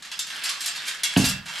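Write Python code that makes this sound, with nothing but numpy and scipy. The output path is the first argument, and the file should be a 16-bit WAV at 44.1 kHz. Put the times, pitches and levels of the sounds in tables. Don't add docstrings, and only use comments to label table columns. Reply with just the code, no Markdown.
import sys
import numpy as np
from scipy import signal
from scipy.fft import rfft, irfft
from scipy.io import wavfile
from scipy.ndimage import uniform_filter1d

SR = 44100
rng = np.random.default_rng(int(sys.argv[2]) if len(sys.argv) > 2 else 0)


def volts_from_db(level):
    exponent = np.asarray(level, float) / 20
    return 10 ** exponent


def generate_wav(sig):
    pcm = np.round(np.clip(np.atleast_2d(sig).T, -1, 1) * 32767).astype(np.int16)
    wavfile.write(sys.argv[1], SR, pcm)


N = 70560


def evened(x):
    return x / np.sqrt(np.mean(x ** 2) + 1e-20)


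def read(points, hz):
    f, value = np.transpose(points)
    return np.interp(np.log(hz + 1), np.log(f + 1), value)


def add(mix, s, sound):
    part = mix[round(s * SR):][:len(sound)]
    part += sound[:len(part)]


def colour(x, points):
    gain = volts_from_db(read(points, np.fft.rfftfreq(2 * N, 1 / SR)))
    return irfft(rfft(x, 2 * N) * gain)[..., :N]


def resonate(x, hz, width):
    r = np.exp(-np.pi * width / SR)
    top = [(1 - r * r) / 2, 0, (r * r - 1) / 2]
    return signal.lfilter(top, [1, -2 * r * np.cos(2 * np.pi * hz / SR), r * r], x)


def drift(size):
    return evened(uniform_filter1d(uniform_filter1d(rng.standard_normal(N), size), size))


def air():
    # f/Hz, level/dB
    hum = [(25, -20.5), (60, -15), (98, -36), (140, -12.5), (231, -12.5), (400, -22), (3000, -13),
           (8000, -33.5)]
    a, b = colour(rng.standard_normal((2, N)), hum + [(15000, -66)])
    low = np.std(colour(a, [(90, -60), (100, 0), (400, 0), (440, -60)]))
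    return volts_from_db(-62) * np.array([a + .3 * b, a - .3 * b]) / low


def garage(x):
    # f/Hz, t60/s
    decay = [(100, 0.35), (500, 0.52), (1500, 0.45), (4000, 0.32), (10000, 0.17)]
    # f/Hz, likeness 0 to 1
    likeness = [(60, 1), (180, 0.86), (550, 0.89), (1650, 0.82), (4970, 0.65), (15000, 0.92)]
    taps = np.zeros((2, SR // 2))
    at = np.arange(200, SR // 2 - 20, 20)
    at = at + rng.integers(0, 20, (2, len(at)))
    np.put_along_axis(taps, at, rng.choice([-1., 1.], at.shape), 1)
    hz, t, z = signal.stft(taps, SR, nperseg=256)
    same = np.clip(read(likeness, hz) - .15, 0, 1)[:, None]
    z = np.array([z[0], same * z[0] + np.sqrt(1 - same ** 2) * z[1]])
    dying = volts_from_db(-60 * t / read(decay, hz)[:, None])
    tail = signal.istft(z * dying, SR, nperseg=256)[1]
    return signal.fftconvolve(x[None], tail / np.linalg.norm(tail[0]), axes=1)[:, :N]


def door():
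    # t/s, level/dB
    knocks = [
        (1.166, -17.5),
        (1.1774, -21.5),
        (1.1972, -22),
        (1.2193, -33.5),
        (1.2381, -27),
    ]
    # f/Hz, level/dB, t60/s
    modes = [(103, -17, 0.15), (129.9, -4, 0.42), (142, -15, 0.38), (169, -1.5, 0.12), (185.3, 1.5, 0.17),
             (198.8, -3, 0.18), (225.4, -2, 0.17), (247, -4.5, 0.25), (267.9, 2.5, 0.16), (285.6, -4, 0.15),
             (330, -41, 0.058), (402, -8.5, 0.089)]
    # t/s, f/Hz, level/dB, rise/s, t60/s
    settle = [
        (1.3, 192, -25.5, 0.015, 0.27),
        (1.365, 205, -40.5, 0.019, 0.29),
        (1.26, 150, -31.5, 0.017, .5),
        (1.42, 170, -43, 0.026, .6),
    ]
    # f/Hz, level/dB
    shake_colour = [(25, -10), (45, -10.5), (80, 2), (110, -9), (150, -34.5)]
    contact_s = 1.163
    t, out = np.arange(30000) / SR, np.zeros(N)

    boom = np.zeros(len(t))
    for hz, db, t60 in modes:
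        flap = 4.5 * np.minimum(t / .05, 1) * drift(size=900)[:len(t)]
        boom += volts_from_db(db - 60 * t / min(t60, .5) + flap) * np.sin(2 * np.pi * hz * t)
    blow = np.hanning(round(0.0017 * SR))
    boom = np.convolve(boom, blow / blow.sum())
    boom = signal.lfilter(*signal.butter(4, 118, "high", fs=SR), boom)
    for s, db in knocks:
        add(out, s, -volts_from_db(db) * boom)

    for s, hz, db, rise, t60 in settle:
        add(out, s, np.sin(2 * np.pi * hz * t) * np.minimum(t / rise, 1) * volts_from_db(db - 60 * t / t60))

    shake = evened(colour(rng.standard_normal(N), shake_colour))[:len(t)]
    add(out, contact_s, shake * np.minimum(t / 0.064, 1) * volts_from_db(-28.5 - 60 * t / 0.64))

    # level/dB, f/Hz, width/Hz, t60/s
    tick, body, rap = (-18, 2750, 1300, 0.055), (-27.5, 726, 390, 0.22), (-23, 1640, 570, 0.081)
    for db, hz, width, t60 in (tick, body, rap):
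        band = resonate(resonate(rng.standard_normal(len(t)), hz, width), hz, width)
        add(out, contact_s, evened(band) * volts_from_db(db - 60 * t / t60))
    return out


def rollers():
    # t/s, level/dB, brightness/(dB per octave)
    effort = [(0, -52, 8), (.022, -70, 17), (.06, -41.5, -4), (.18, -49, 9), (.3, -37, -0.5),
              (.33, -34.5, 4), (.43, -31, -6.5), (.53, -34, 1), (.6, -40.5, 6), (.8, -33.5, -1),
              (.9, -30.5, 0.5), (.97, -42, 7), (1.028, -37, -13), (1.128, -30.5, 2.5), (1.35, -48, -25),
              (1.446, -54.5, 7), (1.468, -38.5, 5), (1.6, -34.5, -4.5)]
    # f/Hz, level/dB
    scrape_colour = [(180, -57), (300, -10), (781, -14), (1000, -9), (1200, -6.5), (1540, -2), (3130, -0.5),
                     (11700, -15.5), (15500, -69)]
    # f/Hz, width/Hz, level/dB
    tube = [
        (1650, 330, 0),
        (2200, 150, -8),
        (3150, 700, 1),
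        (4150, 200, -8),
        (5100, 300, -6),
        (7450, 200, -12),
    ]
    # t/s, low bands/dB, high bands/dB
    answers = [
        (0, -8, -2),
        (.3, -6, 0.5),
        (.5, -8, -8.5),
        (.6, -6, -2.5),
        (.8, -9.5, -9),
        (.93, 0, -7),
        (1.0, -16, -9),
        (1.45, -1.5, -4.5),
        (1.6, -0.5, 1),
    ]
    t = np.arange(N) / SR
    ticks = rng.random(N) < 5000 / SR
    tick_level = volts_from_db(3.5 * np.minimum(rng.exponential(1, N), 3))
    grit = rng.standard_normal(N) * (0.25 + tick_level * ticks)
    grit = grit * volts_from_db(2.5 * drift(size=200))

    at, *answer = np.transpose(answers)
    wall = np.zeros(N)
    for hz, width, db in tube:
        patches = 3 * drift(size=500)
        strength = volts_from_db(db + np.interp(t, at, answer[hz > 2500]) + patches)
        wall += 0.61 * strength * evened(resonate(grit, hz, width))

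    sound = evened(colour(grit, scrape_colour)) + volts_from_db(-0.5) * wall
    treble = colour(sound, [(3000, -19), (6000, 0)])
    s, level_db, tilt = np.transpose(effort)
    sound = sound + (volts_from_db(np.interp(t, s, tilt)) - 1) * treble
    return volts_from_db(np.interp(t, s, level_db)) * evened(sound)


def singing():
    # t/s, length/s, f/Hz, level/dB
    songs = [
        (1.235, .05, 4850, -32),
        (.885, .03, 8400, -41),
        (.93, .045, 1640, -40),
        (.49, .045, 1125, -39),
        (.315, .03, 1600, -38),
        (.44, .05, 1650, -36),
        (1.49, .1, 3250, -43),
        (.66, .04, 4800, -37),
    ]
    out = np.zeros(N)
    for s, length, hz, db in songs:
        n = round(length * SR)
        tone = evened(resonate(rng.standard_normal(8000), hz, 65)[-n:])
        swell = np.sin(np.pi * np.arange(len(tone)) / n) ** .6
        add(out, s, volts_from_db(db) * tone * swell)
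    return out


def rings():
    # t/s, f/Hz, level/dB, t60/s
    turns = [(.1156, 2930, -40.5, .18), (0.1162, 3370, -34, 0.14), (.1156, 5090, -42, .2),
             (.191, 3600, -25, 0.076), (.191, 5150, -33.5, 0.16), (.191, 7385, -33.5, 0.23),
             (.191, 6390, -31, 0.087), (0.606, 4150, -42, .2), (.6054, 1780, -41, 0.14),
             (0.659, 3150, -39, 0.082), (.66, 8360, -33, .12), (.672, 5050, -32, 0.15),
             (.4543, 4700, -30, 0.14), (.4543, 5150, -31, .12), (.4914, 4200, -29, 0.11),
             (.4914, 3650, -34, 0.09), (1.25, 4890, -29.5, 0.25), (.7571, 4200, -32.5, 0.13),
             (.775, 3650, -33, .15), (.8782, 3700, -32, 0.12), (1.034, 1665, -35, 0.18),
             (1.0339, 2185, -32.5, 0.47), (1.033, 2823, -37.5, 0.26), (1.0339, 3340, -24, .15),
             (1.033, 4100, -36, .2), (1.0339, 5115, -33, 0.24), (1.0335, 7472, -37, 0.3),
             (1.033, 9550, -44, .06), (1.0339, 11300, -27, .08), (1.0339, 12300, -35, 0.077),
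             (1.2879, 2700, -35.5, 0.23), (1.2882, 1654, -31, 0.09)]
    t, out = np.arange(12000) / SR, np.zeros(N)
    for s, hz, db, t60 in turns:
        gap, phase = rng.random(2)
        second_hz = hz + 60 * (2 * gap - 1)
        pair = np.sin(2 * np.pi * hz * t) + 0.83 * np.sin(2 * np.pi * (second_hz * t + phase))
        rasp = 4 * drift(size=90)[:len(t)]
        add(out, s, pair * np.minimum(t / .002, 1) * volts_from_db(db - 60 * t / t60 + rasp))
    return out


def coil(count=800):
    # t/s, level/dB, brightness/(dB per octave), chatter/s
    clashes = [(0.024, -26.5, -2, 0.003), (0.0497, -27.5, -1.5, 0.0061), (0.1155, -21, -2.5, 0.0071),
               (0.191, -14.5, 2.5, 0.004), (0.2677, -26, 0.5, 0.0072), (0.3029, -23.5, -3.5, 0.0055),
               (0.4371, -15.5, 2, 0.014), (0.4543, -17.5, -0.5, 0.0079), (0.4918, -13.5, 1, 0.0082),
               (0.5088, -65, -22, 0.0094), (0.6055, -18.5, 2, 0.013), (0.6394, -19, -0.5, 0.013),
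               (0.66, -14, 5, 0.0051), (0.6791, -18.5, -1, 0.0056), (0.7568, -21.5, -1.5, 0.015),
               (0.8672, -23.5, 0, 0.0068), (0.8782, -17.5, 2, 0.0085), (0.9563, -42, 0, 0.0087),
               (0.994, -34, 0, 0.0054), (1.0339, -8.5, 2, 0.0056), (1.1714, -12.5, 4, 0.015),
               (1.1916, -17, -1, 0.048), (1.242, -10.5, 0, 0.015), (1.2544, -13.5, 6.5, 0.011),
               (1.2877, -13.5, 5, 0.0081), (1.306, -24, -5.5, 0.013), (1.4608, -26.5, -4, 0.0044),
               (1.4831, -24.5, -5, 0.013), (1.5694, -26.5, -4.5, 0.0088), (1.5833, -26, 2.5, 0.014)]
    # f/Hz, level/dB, t60/s
    strong_modes = [(1668, 0, 0.21), (2220, -21, 0.53), (2720, 4, 5.0), (3500, -2, 0.22), (3840, -11, 1.9),
                    (4030, 9, 0.029), (4800, -22, 0.2), (4610, 5, 0.19), (5570, -31, 0.39),
                    (6600, -29, 0.13), (7540, 5.5, 0.34), (7790, -7, 0.1), (9550, 0.5, 0.028),
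                    (10900, -15, 0.28)]
    # f/Hz, level/dB
    weak_colour = [(290, -60), (500, -22), (1650, 1.5), (2540, -0.5), (3330, 5), (3850, 3), (5050, 3.5),
                   (11600, -4), (15500, -19.5)]
    # f/Hz, t60/s
    weak_ring = [(800, 0.14), (3000, 0.11), (8000, 0.1), (14000, 0.029)]
    t, out = np.arange(9000) / SR, np.zeros(N)
    weak = np.linspace(600, 15500, count) + rng.uniform(-9, 9, count)
    strong = np.transpose(strong_modes)
    hz = np.r_[weak, strong[0]]
    db = np.r_[read(weak_colour, weak), 8 + strong[1]]
    t60 = np.r_[read(weak_ring, weak), np.clip(strong[2], .05, .14)]
    modes = np.sin(2 * np.pi * hz[:, None] * t) * volts_from_db(-60 * t / t60[:, None])
    for s, level_db, tilt, chatter in clashes:
        spread = 1.5 * rng.standard_normal(len(hz))
        sign = rng.choice([-1, 1], len(hz))
        hits = rng.random(3000) < 3500 / SR
        force = 0.61 * rng.uniform(-1, 1, 3000)
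        train = hits * force * np.exp(-(t[:3000] / max(chatter, .001)) ** 2)
        train[0] = min(1, 0.023 / chatter)
        power = uniform_filter1d(abs(rfft(train, 4096)) ** 2, size=25)
        push = np.interp(hz * 4096 / SR, np.arange(2049), power)
        ring = (sign * volts_from_db(db + spread + tilt * np.log2(hz / 4000)) / np.sqrt(push)) @ modes
        sound = signal.fftconvolve(train, ring)
        add(out, s, volts_from_db(level_db - 9.5) * sound / np.sqrt(np.mean(sound[:600] ** 2)))
    return out


def scene():
    # f/Hz, level/dB
    door_wet = [
        (60, -20),
        (160, -17),
        (300, -21),
        (500, -8),
        (800, -6),
    ]
    steep = signal.butter(3, 500, "high", fs=SR)
    metal = signal.lfilter(*steep, coil() + rings() + rollers() + singing())
    boom = door()
    turn = np.pi * 9 * np.arange(N) / SR
    wet = np.zeros((2, N))
    for k in range(3):
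        wet += garage(np.sqrt(2 / 3) * np.cos(turn + np.pi * k / 3) * metal)
    return volts_from_db(-2.5) * metal + boom + volts_from_db(-4) * wet + garage(colour(boom, door_wet)) + air()


def roll_off(x):
    return signal.sosfilt(signal.butter(12, 15990, fs=SR, output="sos"), x)


def record(dry):
    # f/Hz, level difference/dB
    lean = [(60, -1), (180, -2.3), (500, -0.5), (1300, -2.1), (4970, -1.6), (9000, 2.2), (14000, 1)]
    # f/Hz, level/dB
    edge = [(13500, -1), (15000, -10.5), (15900, -14), (16100, -34), (16700, -60)]
    late = np.roll(dry.mean(0), 400)
    top = volts_from_db(-4) * colour(late, [(9000, -30), (12500, 0)])
    ports = []
    for k, side in enumerate((1, -1)):
        half_lean = [(hz, side * db / 2) for hz, db in lean]
        ports.append(colour(dry[k] + side * top, half_lean))
    return roll_off(colour(np.array(ports), edge))


dry = scene()
out = record(dry)
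generate_wav(out)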